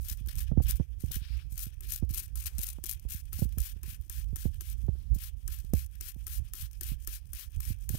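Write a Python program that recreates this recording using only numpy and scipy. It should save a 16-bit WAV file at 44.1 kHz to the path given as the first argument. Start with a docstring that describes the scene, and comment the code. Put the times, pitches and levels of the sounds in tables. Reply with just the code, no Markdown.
"""Trigger sprayer beside two ports

A trigger bottle is pumped about four times a second outdoors. The open left port hears the valve
knock, the nozzle spit and hiss and the pump refill: coloured noise under level curves, and ringing modes.
The covered right port booms with handling and wind, and passes the bottle muffled.
Table levels in dB apply ahead of the port gain."""
import sys
import numpy as np
from scipy import signal
from scipy.fft import rfft, irfft, next_fast_len
from scipy.io import wavfile

SR = 44100
rng = np.random.default_rng(int(sys.argv[2]) if len(sys.argv) > 2 else 0)


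def waveform_to_disk(signal):
    """Save audio, clipped to [-1, 1], as 16-bit WAV at the path in sys.argv[1]."""
    frames = np.transpose(np.atleast_2d(signal))
    scaled = np.clip(frames, -1, 1) * 32767
    samples = np.round(scaled).astype(np.int16)
    wavfile.write(sys.argv[1], SR, samples)


N = 351918


def amp(db):
    """Decibels to gain."""
    return 10 ** (np.asarray(db) / 20)


def in_time(rows):
    """Interpolate each column of a curve at every sample; the first column is time in seconds."""
    s, *columns = np.transpose(rows)
    return [np.interp(np.arange(N) / SR, s, column) for column in columns]


def coloured(x, spectrum):
    """Filter by a (Hz, dB) spectrum, interpolated over log frequency."""
    size = next_fast_len(N)
    hz, db = np.transpose(spectrum)
    bin_hz = np.arange(size // 2 + 1) * SR / size
    gain = amp(np.interp(np.log(bin_hz + 1), np.log(hz), db))
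    return irfft(rfft(x, size) * gain, size)[:N]


def noise(spectrum):
    """Steady coloured noise of rms 1."""
    x = coloured(rng.standard_normal(N), spectrum)
    return x / x.std()


def flicker(rate_hz):
    """Noise smoothed by two poles at rate_hz, scaled to spread 1."""
    r = np.exp(-2 * np.pi * rate_hz / SR)
    x = signal.lfilter([1], [1, -2 * r, r * r], rng.standard_normal(N + SR))[SR:]
    return x / x.std()


def patchy(spectrum, patch_db, rate_hz):
    """Coloured noise whose half-octave bands from 500 Hz up swell and sink independently."""
    whole = rfft(noise(spectrum))
    hz = np.arange(N // 2 + 1) * SR / N
    edges_hz = 500 * 2 ** np.arange(0, 5.6, .5)
    bands = [irfft(whole * ((hz >= low) & (hz < high)), N) for low, high in zip(edges_hz, edges_hz[1:])]
    return sum(band * amp(patch_db * flicker(rate_hz)) for band in bands)


def ringing(hz, t60_s, count):
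    """A decaying sine of initial height 1."""
    t = np.arange(count) / SR
    return np.sin(2 * np.pi * hz * t) * amp(-60 * t / t60_s)


def plateau(t, s, length_s, top, rise_per_s, fall_per_s):
    """A level that climbs in a straight line to a flat top and sinks again."""
    return top - rise_per_s * np.maximum(s - t, 0) - fall_per_s * np.maximum(t - s - length_s, 0)


def add(out, s, sound):
    """Mix a sound in at a time in seconds."""
    at = round(s * SR)
    out[at:at + len(sound)] += sound[:N - at]


# Sputter from air in the liquid. Each row: time in seconds, depth in dB.
SPUTTER = [(0, 5), (1.5, 5), (3, 6), (3.6, 2), (5, 2), (8, 1)]
# Jet, refill, liquid and gurgle spectra. Each row: frequency in Hz, density in dB per Hz.
JET_SPECTRUM = [(2350, -42), (4000, -10), (4900, -14), (5900, -12.5), (7900, -10.5), (8900, -15),
                (10300, -7), (12600, 1), (14000, -4.5), (15700, -3), (16200, -67), (16500, -38)]
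REFILL_SPECTRUM = [(2350, -49), (4000, -40), (4700, -9.5), (5400, -9.5), (6100, -5), (7770, -7),
                   (8900, -0.5), (10000, -3.5), (12200, -3), (13600, -1), (15700, -8), (16200, -39)]
LIQUID_SPECTRUM = [(530, -54), (900, -20), (1300, -9), (1650, -6), (2000, -7), (2600, -3), (3300, -3),
                   (4300, -5.5), (5500, -5), (7150, -30), (12100, -100)]
GURGLE_SPECTRUM = [(700, -23.5), (1300, -15.5), (1750, -6.5), (2100, -11.5), (2480, -2), (2800, -6.5),
                   (3200, -3), (3500, -7.5), (3850, -13), (4500, -13.5), (5400, -8.5), (6200, -10.5),
                   (8000, -48)]
REFILL_BELOW_DB, REFILL_BLEND_DB = -60, 2.0
REFILL_UNEVENNESS_DB = 3


def spray():
    """Squeezes force out a bright jet hiss over liquid noise; in the quiet part the pump sucks up liquid."""
    hiss_db, liquid_db, rustle = pump()
    jet = 1 / (1.5 + np.exp((REFILL_BELOW_DB - hiss_db) / REFILL_BLEND_DB))  # power share, at most 2/3
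    depth_db = jet * in_time(SPUTTER)[0] + (1 - jet) * REFILL_UNEVENNESS_DB
    sputter = 2 * np.tanh(flicker(74) / 2)  # bounded swings

    bright = np.sqrt(jet) * patchy(JET_SPECTRUM, patch_db=0.99, rate_hz=14.0)
    bright += np.sqrt(1 - jet) * noise(REFILL_SPECTRUM)
    bright *= amp(depth_db * (sputter + 0.59 * flicker(210)))

    broad = np.clip(np.maximum(jet, rustle), 0, 1)
    dull = np.sqrt(broad) * patchy(LIQUID_SPECTRUM, patch_db=2.27, rate_hz=15.4)
    dull += np.sqrt(1 - broad) * patchy(GURGLE_SPECTRUM, patch_db=1.88, rate_hz=8.0)
    dull *= amp(liquid_db + depth_db * (0.72 * sputter + 0.15 * flicker(86)))
    return amp(hiss_db) * (bright + dull)


# Trigger squeezes. Each row: valve open in seconds, time to full pressure in seconds, length in seconds
# (at least the time to full pressure), hiss on opening in dB, hiss at full pressure in dB,
# liquid noise at full pressure in dB relative to the hiss.
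SQUEEZES = [(0.0, 0.016, 0.065, -67, -53, -17), (0.043, 0.056, 0.088, -61.5, -42.5, -14.5),
            (0.287, .01, 0.12, -51, -55.5, -3.5), (0.373, 0.024, 0.041, -56, -44, -11),
            (0.622, .003, 0.0076, -48, -47, -16.5), (0.658, 0.014, .02, -61, -56, -1),
            (0.682, 0.013, 0.026, -49, -35.5, -10.5), (0.752, 0.0084, 0.017, -56, -55.5, -10),
            (0.997, 0.022, 0.025, -64, -55.5, -12.5), (1.115, 0.034, 0.058, -47, -43.5, -10),
            (1.502, .021, 0.048, -67, -57.5, -16), (1.557, 0.044, 0.13, -60, -45.5, -13),
            (1.825, .01, 0.071, -55, -51, -10.5), (1.887, 0.033, 0.094, -57, -41.5, -14.5),
            (2.097, 0.086, 0.15, -56.5, -42.5, -15), (2.361, 0.028, 0.074, -51, -49.5, -11.5),
            (2.458, 0.012, 0.013, -42.5, -42.5, -11), (2.59, 0.085, 0.13, -43.5, -46.5, -13),
            (2.838, 0.051, .1, -58, -44, -13), (3.088, 0.049, 0.11, -53, -45, -13),
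            (3.327, 0.073, 0.12, -55, -47.5, -12.5), (3.581, 0.082, 0.13, -59.5, -46.5, -11),
            (3.835, 0.077, .11, -60.5, -50.5, -9), (4.101, 0.083, 0.11, -58.5, -51, -9.5),
            (4.358, 0.056, 0.11, -60.5, -47.5, -12), (4.607, 0.1, .12, -57.5, -54, -8.5),
            (5.147, .003, 0.0052, -47, -52, -24), (5.164, 0.069, 0.12, -66.5, -47, -10.5),
            (5.479, 0.054, 0.13, -61, -50, -9.5), (5.735, 0.06, .1, -54.5, -49.5, -10),
            (6.007, 0.08, 0.092, -54.5, -47, -11.5), (6.267, 0.078, .11, -54, -46, -12),
            (6.536, 0.083, 0.12, -54.5, -47, -11), (6.811, 0.073, 0.12, -56.5, -47, -10),
            (7.071, 0.083, 0.094, -55.5, -45.5, -11.5), (7.34, 0.062, .11, -57, -47.5, -9),
            (7.614, 0.08, 0.11, -55, -49, -10), (7.891, 0.062, .12, -55, -47.5, -11)]
OPEN_S, SAG_DB_PER_S, SHUT_DB_PER_S = 0.0072, 158, 655
LIQUID_FOLLOWS = 0.68  # share of the hiss's dB swing
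# Refills as the trigger springs back. Each row: plateau start in seconds, length in seconds, hiss in dB,
# gurgle in dB relative to the hiss.
REFILLS = [(0.169, 0.042, -69, 2.5), (0.461, 0.04, -73.5, 6), (0.788, 0.063, -73.5, 6),
           (0.92, 0.027, -81.5, 6.5), (1.044, 0.088, -62.5, -4), (1.207, 0.22, -71.5, 5),
           (1.72, 0.018, -75, 4.5), (2.002, .03, -75, 4), (2.263, 0.041, -73.5, 1.5),
           (2.507, 0.048, -71, -3.5), (2.753, 0.039, -71, -1), (2.955, .02, -73, 2), (3.023, 0.03, -73, -1),
           (3.237, 0.075, -74.5, -1), (3.485, 0.073, -72, 2), (3.74, 0.054, -74.5, 2),
           (4.0, 0.066, -73, -2.5), (4.26, 0.074, -76, 0), (4.51, 0.072, -68.5, -1),
           (4.777, 0.067, -71.5, -2), (5.373, 0.096, -74.5, -3), (5.632, 0.073, -72, -2),
           (5.923, 0.067, -73.5, 2.5), (6.168, 0.079, -71, -0.5), (6.447, 0.043, -69.5, 2),
           (6.72, 0.067, -67.5, -2), (7.002, 0.036, -64.5, -6.5), (7.265, 0.063, -72, -5),
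           (7.505, 0.072, -70.5, 0), (7.809, 0.043, -64.5, -5)]
SUCK_RISE_DB_PER_S, SUCK_FALL_DB_PER_S = 900, 505
GURGLE_SHARE, GURGLE_DB_PER_S = 0.15, 308  # flat top as a share of the refill; slope
# Soft broad rustles in longer pauses, in place of the gurgle.
# Each row: plateau start in seconds, length in seconds, level in dB.
RUSTLES = [(1.221, 0.19, -63), (4.954, 0.12, -78)]
RUSTLE_FADE_DB_PER_S, RUSTLE_BLEND_S = 300, 0.074
REST_DB, REST_LIQUID_DB, SILENT_DB = -81.5, -81.5, -120


def pump():
    """Hiss dB, liquid dB relative to it, rustle share: the loudest of rest, squeezes, refills and rustles."""
    t = np.arange(0, N / SR + .002, .001)
    hiss = np.full(len(t), float(REST_DB))
    liquid = np.full(len(t), float(REST_LIQUID_DB))
    for s, swell_s, length_s, open_db, full_db, liquid_db in SQUEEZES:
        # opens fast, swells to full pressure, sags, collapses
        length_s = max(length_s, swell_s)
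        shut_db = full_db - SAG_DB_PER_S * (length_s - swell_s)
        silent_s = length_s + (shut_db - SILENT_DB) / SHUT_DB_PER_S
        times = s + np.array([-OPEN_S, 0, swell_s, length_s, silent_s])
        level = np.interp(t, times, [REST_DB, open_db, full_db, shut_db, SILENT_DB], left=SILENT_DB)
        hiss = np.maximum(hiss, level)
        liquid = np.maximum(liquid, full_db + liquid_db + LIQUID_FOLLOWS * (level - full_db))
    for s, length_s, db, gurgle_db in REFILLS:
        level = plateau(t, s, length_s, db, SUCK_RISE_DB_PER_S, SUCK_FALL_DB_PER_S)
        puff_s = s + length_s * (1 - GURGLE_SHARE) / 2  # puff centred in the refill
        puff = plateau(t, puff_s, length_s * GURGLE_SHARE, db + gurgle_db, GURGLE_DB_PER_S, GURGLE_DB_PER_S)
        hiss, liquid = np.maximum(hiss, level), np.maximum(liquid, puff)
    rustle = np.zeros(len(t))
    for s, length_s, db in RUSTLES:
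        level = plateau(t, s, length_s, db, RUSTLE_FADE_DB_PER_S, RUSTLE_FADE_DB_PER_S)
        share = plateau(t, s, length_s, 1, 1 / RUSTLE_BLEND_S, 1 / RUSTLE_BLEND_S)
        liquid, rustle = np.maximum(liquid, level), np.maximum(rustle, share)
    return in_time(np.transpose([t, hiss, liquid - hiss, rustle]))


# Air pockets and valve snaps. Each row: start in seconds, peak of the bright envelope in dB.
SPITS = [(0.0125, -64), (0.0652, -50), (0.0844, -38), (0.261, -49), (0.1727, -50), (0.2727, -45),
         (0.292, -48), (0.3136, -61), (0.3545, -42), (0.3627, -47), (0.3836, -39), (0.3909, -36),
         (0.4295, -48), (0.6845, -37), (0.7566, -45), (1.0197, -51), (1.0609, -48), (1.1163, -35.5),
         (1.5226, -62), (1.5565, -48), (1.5782, -35.5), (1.592, -36), (1.6038, -35.5), (1.807, -42.5),
         (1.906, -36), (1.921, -30), (1.96, -51), (2.0924, -46.5), (2.1446, -35), (2.1755, -35),
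         (2.206, -51), (2.2795, -55), (2.3557, -36.5), (2.3867, -57), (2.4066, -41), (2.439, -40),
         (2.446, -42.5), (2.4592, -42), (2.5827, -33), (2.6149, -32), (2.6326, -45), (2.66, -45),
         (2.6686, -33), (2.7305, -43), (2.8396, -32), (2.8573, -35), (2.8638, -33), (2.9117, -29),
         (2.996, -49.5), (3.0993, -42), (3.12, -40), (3.13, -49), (3.1355, -38.5), (3.2544, -54),
         (3.33, -35), (3.3555, -45), (3.397, -43), (3.4914, -54), (3.524, -54), (3.5838, -32.5),
         (3.603, -31.5), (3.6165, -38), (3.7182, -54), (3.832, -41), (4.0117, -54), (4.0973, -34),
         (4.1258, -42), (4.243, -55), (4.3584, -34.5), (4.3651, -40.5), (4.5436, -53.5), (4.6085, -35),
         (4.7005, -44), (4.728, -46), (5.1865, -44.5), (5.4778, -32), (5.587, -46), (5.6015, -48),
         (5.648, -53.5), (5.7358, -33.5), (5.7517, -44), (5.8243, -51), (5.8445, -49), (5.8622, -47.5),
         (5.9124, -62), (5.9537, -53), (6.0097, -33), (6.0246, -54), (6.1446, -54), (6.2675, -33),
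         (6.2788, -37), (6.5355, -33.5), (6.5534, -45), (6.712, -51), (6.7313, -50), (6.81, -31.5),
         (6.833, -34), (6.841, -42), (7.0473, -49), (7.0737, -30), (7.2555, -60), (7.3329, -34),
         (7.3498, -42), (7.3571, -45), (7.519, -57), (7.5614, -51), (7.604, -34.5), (7.6305, -44),
         (7.6435, -47), (7.652, -39), (7.8913, -30), (7.9183, -48)]
# Bright spit spectrum. Each row: frequency in Hz, density in dB per Hz.
SNAP_SPECTRUM = [(2350, -50), (4000, -27), (5840, -7), (7890, -11.5), (8840, -2), (10400, -10.5),
                 (12200, 0.5), (14900, -7), (16800, -6)]
SPIT_T60_S, DULL_T60_S = 0.018, 0.011
DULL_AT_MEAN_DB, DULL_FOLLOWS, MEAN_SPIT_DB = -58.5, 0.61, -43  # the dull part swings less than the snap
TICKS_PER_S, TICK_MAX_DB, TICK_SPREAD_DB = 12, -60.5, 8.5  # faint spits at random


def spits():
    """Each spit is a sudden puff of bright noise gone in milliseconds, with a dull part that dies faster."""
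    bright, dull, t = np.zeros(N), np.zeros(N), np.arange(2600) / SR
    puff, dull_puff = [(1 - np.exp(-t / 0.00015)) * amp(-60 * t / t60_s) for t60_s in (SPIT_T60_S, DULL_T60_S)]
    chance = rng.random((200, 2))
    tick_times = np.cumsum(-np.log(chance[:, 0])) / TICKS_PER_S
    tick_levels = TICK_MAX_DB - TICK_SPREAD_DB * chance[:, 1]
    ticks = [(s, db) for s, db in zip(tick_times, tick_levels) if s < N / SR]
    for s, db in list(SPITS) + ticks:
        dull_db = DULL_AT_MEAN_DB + DULL_FOLLOWS * (db - MEAN_SPIT_DB)
        add(bright, s, amp(db) * puff / puff.max())
        add(dull, s, amp(dull_db) * dull_puff / dull_puff.max())
    return bright * noise(SNAP_SPECTRUM) + dull * noise(LIQUID_SPECTRUM)


# The trigger takes up the piston. Each row: start in seconds, level in dB.
KNOCKS = [(0.262, -61.5), (1.809, -63.5), (2.096, -65), (2.358, -58.5), (2.582, -67), (2.839, -54),
          (3.328, -55.5), (3.581, -53), (3.835, -59.5), (4.099, -57), (4.359, -54), (4.609, -59),
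          (5.479, -55.5), (5.735, -62), (6.008, -58), (6.269, -57), (6.537, -59.5), (6.811, -53.5),
          (7.075, -53.5), (7.331, -57), (7.603, -57.5), (7.892, -51.5)]
# Bottle modes. Each row: frequency in Hz, level in dB, T60 in seconds.
BOTTLE_MODES = [(353, 0.5, 0.051), (1054, -15, 0.1), (1313, -4, 0.048), (1602, -4.5, 0.04),
                (1760, -0.5, 0.019), (2440, -9, 0.039), (2930, -10, 0.022)]


def knocks():
    """The trigger chatters into contact for milliseconds and sets the plastic bottle's modes ringing."""
    out = np.zeros(N)
    modes = sum(amp(db) * ringing(hz, t60_s, count=4000) for hz, db, t60_s in BOTTLE_MODES)
    decay = np.exp(-np.arange(260) / SR / 0.0034)
    chatter = rng.standard_normal((len(KNOCKS), 260)) ** 3 * decay  # cubing makes it spiky
    for (s, db), contact in zip(KNOCKS, chatter):
        add(out, s, amp(db) * np.convolve(contact / np.linalg.norm(contact), modes))
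    return out


# Piston rub. Each row: time in seconds, level in dB.
RUB = [(0, -95), (.6, -99), (.67, -78), (.74, -92), (1.79, -101), (1.82, -78), (1.92, -80), (1.97, -98),
       (2.08, -95), (2.11, -76), (2.25, -79), (2.29, -93), (7.98, -100.5)]
# Bottle hum spectrum. Each row: frequency in Hz, density in dB per Hz.
BOTTLE_HUM_SPECTRUM = [(150, -40), (250, -4), (310, 4), (420, -7), (700, -36)]


def piston_rub():
    """The rubbing piston makes the bottle hum: low noise on an unsteady level."""
    return amp(in_time(RUB)[0] + 6.0 * flicker(25)) * noise(BOTTLE_HUM_SPECTRUM)


# Bumps on the covered port. Each row: start in seconds, edge level in dB, boom level in dB.
BUMPS = [(0.111, -48, -32), (0.2082, -48, -30), (0.2725, -42, -38), (0.2956, -48, -47),
         (0.5157, -18.5, -16.5), (0.5286, -46, -20.5), (0.5737, -15.5, -9.5), (0.6008, -22, -16),
         (0.643, -46, -49), (0.6937, -37, -36), (0.7982, -17.5, -15.5), (1.036, -32, -19.5),
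         (1.1074, -40, -44), (1.161, -39, -26.5), (1.2145, -55, -27.5), (1.301, -56, -30), (1.52, -57, -26),
         (1.665, -42.5, -30.5), (2.0243, -22, -17), (2.104, -44, -24.5), (2.586, -33, -28.5),
         (2.7844, -34.5, -40.5), (3.0505, -38, -38.5), (3.1447, -47, -28), (3.3893, -32.5, -32),
         (3.4202, -20.5, -13.5), (3.4522, -35, -23.5), (3.5724, -39.5, -20), (3.7608, -47, -35.5),
         (3.878, -46, -34.5), (3.927, -56, -43), (4.288, -52, -38), (4.3281, -40, -24), (4.4538, -21, -15),
         (4.834, -48.5, -26), (4.8835, -24.5, -15), (4.9523, -45.5, -44), (5.1168, -49, -40),
         (5.16, -34.5, -28), (5.643, -53, -34), (5.7345, -13.5, -14), (6.1607, -45, -33.5),
         (6.3975, -60, -20.5), (6.6246, -60, -32.5), (6.915, -39, -25.5), (7.566, -57, -30),
         (7.6628, -57, -35), (7.703, -33, -22.5), (7.9003, -32.5, -23), (7.938, -39, -22),
         (7.9463, -29.5, -27)]
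BASE_EDGE_S, BUMP_T60_S = 0.00066, 0.085
CAVITY_HZ, GLIDE_HZ, GLIDE_S = 64.1, 167, 0.0043  # air under the cover; extra start pitch of a hard bump


def bumps():
    """A bump is a sharp pressure cusp; the air under the cover then swings back and rings."""
    out, t = np.zeros(N), np.arange(6000) / SR
    signs = rng.choice([-1, 1], len(BUMPS))
    after = np.maximum(t - .0045, 0)
    for (s, edge_db, boom_db), sign in zip(BUMPS, signs):
        hardness = np.clip(1.5 + (edge_db - boom_db) / 24, 0, 1)  # harder starts higher
        width_s = BASE_EDGE_S * amp(np.clip(0.85 * (boom_db - edge_db), -6, 3))  # little boom: thin click
        cusp = np.exp(-np.hypot(t - .004, 0.44 * width_s) / width_s)
        glide_turns = hardness * GLIDE_HZ * GLIDE_S * (1 - np.exp(-after / GLIDE_S))
        swing = np.sin(2 * np.pi * (CAVITY_HZ * after + glide_turns))
        swing *= (1 - np.exp(-after / 0.0045)) * amp(-60 * after / BUMP_T60_S)
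        add(out, s - .002, sign * (amp(boom_db) * swing - amp(edge_db) * cusp))
    return out


# Cover rattle spectrum. Each row: frequency in Hz, density in dB per Hz.
RATTLE_SPECTRUM = [(80, -13), (160, 0.5), (300, -3.5), (500, -10), (900, -29), (2000, -50), (5000, -63)]
BUMP_RATTLE_DB, BUMP_RATTLE_T60_S = -14.5, 0.046  # dB relative to the bump edge
KNOCK_RATTLE_DB, KNOCK_RATTLE_T60_S = -7.5, 0.13  # dB relative to the knock


def cover_rattle():
    """Bumps and trigger knocks shake the cover: decaying bursts of flickering noise."""
    shake, t = np.zeros(N), np.arange(6000) / SR
    for s, edge_db, _ in BUMPS:
        decay = amp(edge_db + BUMP_RATTLE_DB - 60 * t / BUMP_RATTLE_T60_S)
        add(shake, s, decay * (1 - np.exp(-t / 0.00078)))
    for s, db in KNOCKS:
        decay = amp(db + KNOCK_RATTLE_DB - 60 * t / KNOCK_RATTLE_T60_S)
        add(shake, s, decay * (1 - np.exp(-t / 0.005)))
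    return shake * amp(5.6 * np.tanh(flicker(40.4))) * noise(RATTLE_SPECTRUM)


# Cover transmission. Each row: frequency in Hz, gain in dB.
COVER_GAIN = [(300, -0.5), (800, -15), (1500, -20), (2500, -24), (6000, -37), (12000, -37), (14000, -39),
              (16000, -15)]
LEAK_DB, LEAK_T60_S = -6.5, .25


def leak(x):
    """Bottle sound reaches the covered port muffled and scattered over many short paths."""
    t = np.arange(12000) / SR
    paths = rng.standard_normal(12000) * amp(-60 * t / LEAK_T60_S)
    muffled = coloured(x, COVER_GAIN)
    return amp(LEAK_DB) * signal.fftconvolve(muffled, paths / np.linalg.norm(paths))[:N]


# Boom in the covered port. Each row: time in seconds, level in dB.
BOOM = [(0.0, -41), (0.62, -32.5), (0.84, -45), (1.71, -43.5), (2.04, -43), (2.2, -43), (3.0, -43.5),
        (3.22, -42.5), (3.47, -41.5), (3.84, -44), (5.09, -40), (5.36, -47), (5.71, -35), (5.93, -44),
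        (6.75, -48.5), (6.91, -40.5), (7.31, -49), (7.98, -42.5)]
# Boom spectrum. Each row: frequency in Hz, density in dB per Hz.
BOOM_SPECTRUM = [(10, -38), (25, -13), (40, -3.5), (56, 2.5), (72, -3.5), (95, -15), (130, -18),
                 (200, -37.5), (300, -45.5), (500, -57), (900, -67), (2000, -110)]
# Brief boom surges. Each row: peak time in seconds, peak level in dB.
SURGES = [(0.59, -33), (1.082, -32.5), (1.55, -39), (2.07, -50), (2.57, -41.5), (3.428, -26.5),
          (3.59, -32.5), (4.321, -36), (4.47, -30.5), (4.89, -33), (5.13, -25), (5.749, -26.5),
          (6.422, -33.5), (6.638, -35.5), (6.931, -30.5), (7.578, -35), (7.702, -32)]
SURGE_RISE_DB_PER_S, SURGE_FALL_DB_PER_S, BOOM_WAVER_DB = 241, 204, 3


def boom():
    """Handling and wind boom in the covered port: low noise on a wavering level with brief surges."""
    t, level = np.arange(N) / SR, in_time(BOOM)[0]
    for s, db in SURGES:
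        level = np.maximum(level, plateau(t, s, 0, db, SURGE_RISE_DB_PER_S, SURGE_FALL_DB_PER_S))
    return amp(level + BOOM_WAVER_DB * flicker(7.3)) * noise(BOOM_SPECTRUM)


# Wind spectrum. Each row: frequency in Hz, density in dB per Hz.
WIND_SPECTRUM = [(18, -13), (40, -2), (65, 4), (110, -22), (170, -40), (300, -30)]
WIND_DB, GUST_DB, GUST_RATE_HZ = -81.5, 9.5, 1.3


def wind():
    """Low wind on the open port: rumbling noise with random gusts."""
    level = WIND_DB + GUST_DB * flicker(GUST_RATE_HZ) + 1.5 * flicker(8.9)
    return amp(level) * noise(WIND_SPECTRUM)


# Hush spectrum. Each row: frequency in Hz, density in dB per Hz.
HUSH_SPECTRUM = [(100, -0.5), (200, 0.5), (480, -1), (800, -6.5), (1500, -11.5), (3000, -40), (8000, -39),
                 (16000, -8), (16300, -50)]
HUSH_DB = -83.5


def hush():
    """A faint, nearly steady background noise."""
    return amp(HUSH_DB + 0.54 * flicker(16)) * noise(HUSH_SPECTRUM)


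# Faint hum that passes once. Each row: time in seconds, level in dB.
HUM = [(0, -110), (.76, -110), (.79, -77), (1.0, -87), (1.06, -110), (7.98, -110)]
# Hum spectrum. Each row: frequency in Hz, density in dB per Hz.
HUM_SPECTRUM = [(400, -60), (460, 2), (480, -4), (500, -12), (580, -60)]


def passing_hum():
    """A narrow band of noise rises once and fades."""
    return amp(in_time(HUM)[0]) * noise(HUM_SPECTRUM)


def scene():
    """Bottle and air at the open left port; boom, bumps and leak at the covered right port."""
    bottle = spray() + spits() + knocks() + piston_rub()
    left = bottle + wind() + hush() + passing_hum()
    right = boom() + bumps() + cover_rattle() + leak(bottle)
    return np.array([left, right])


PORT_GAIN_DB, CIRCUIT_HISS_DB, STOPBAND_HZ = 6.5, -86, 16950


def record(dry):
    """Port gain, a faint circuit hiss, a steep top cut."""
    wet = amp(PORT_GAIN_DB) * dry + amp(CIRCUIT_HISS_DB) * rng.standard_normal(dry.shape)
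    top_cut = signal.cheby2(12, 70, STOPBAND_HZ, fs=SR, output="sos")  # 70 dB down from STOPBAND_HZ up
    return signal.sosfilt(top_cut, wet)


dry = scene()
out = record(dry)
waveform_to_disk(out)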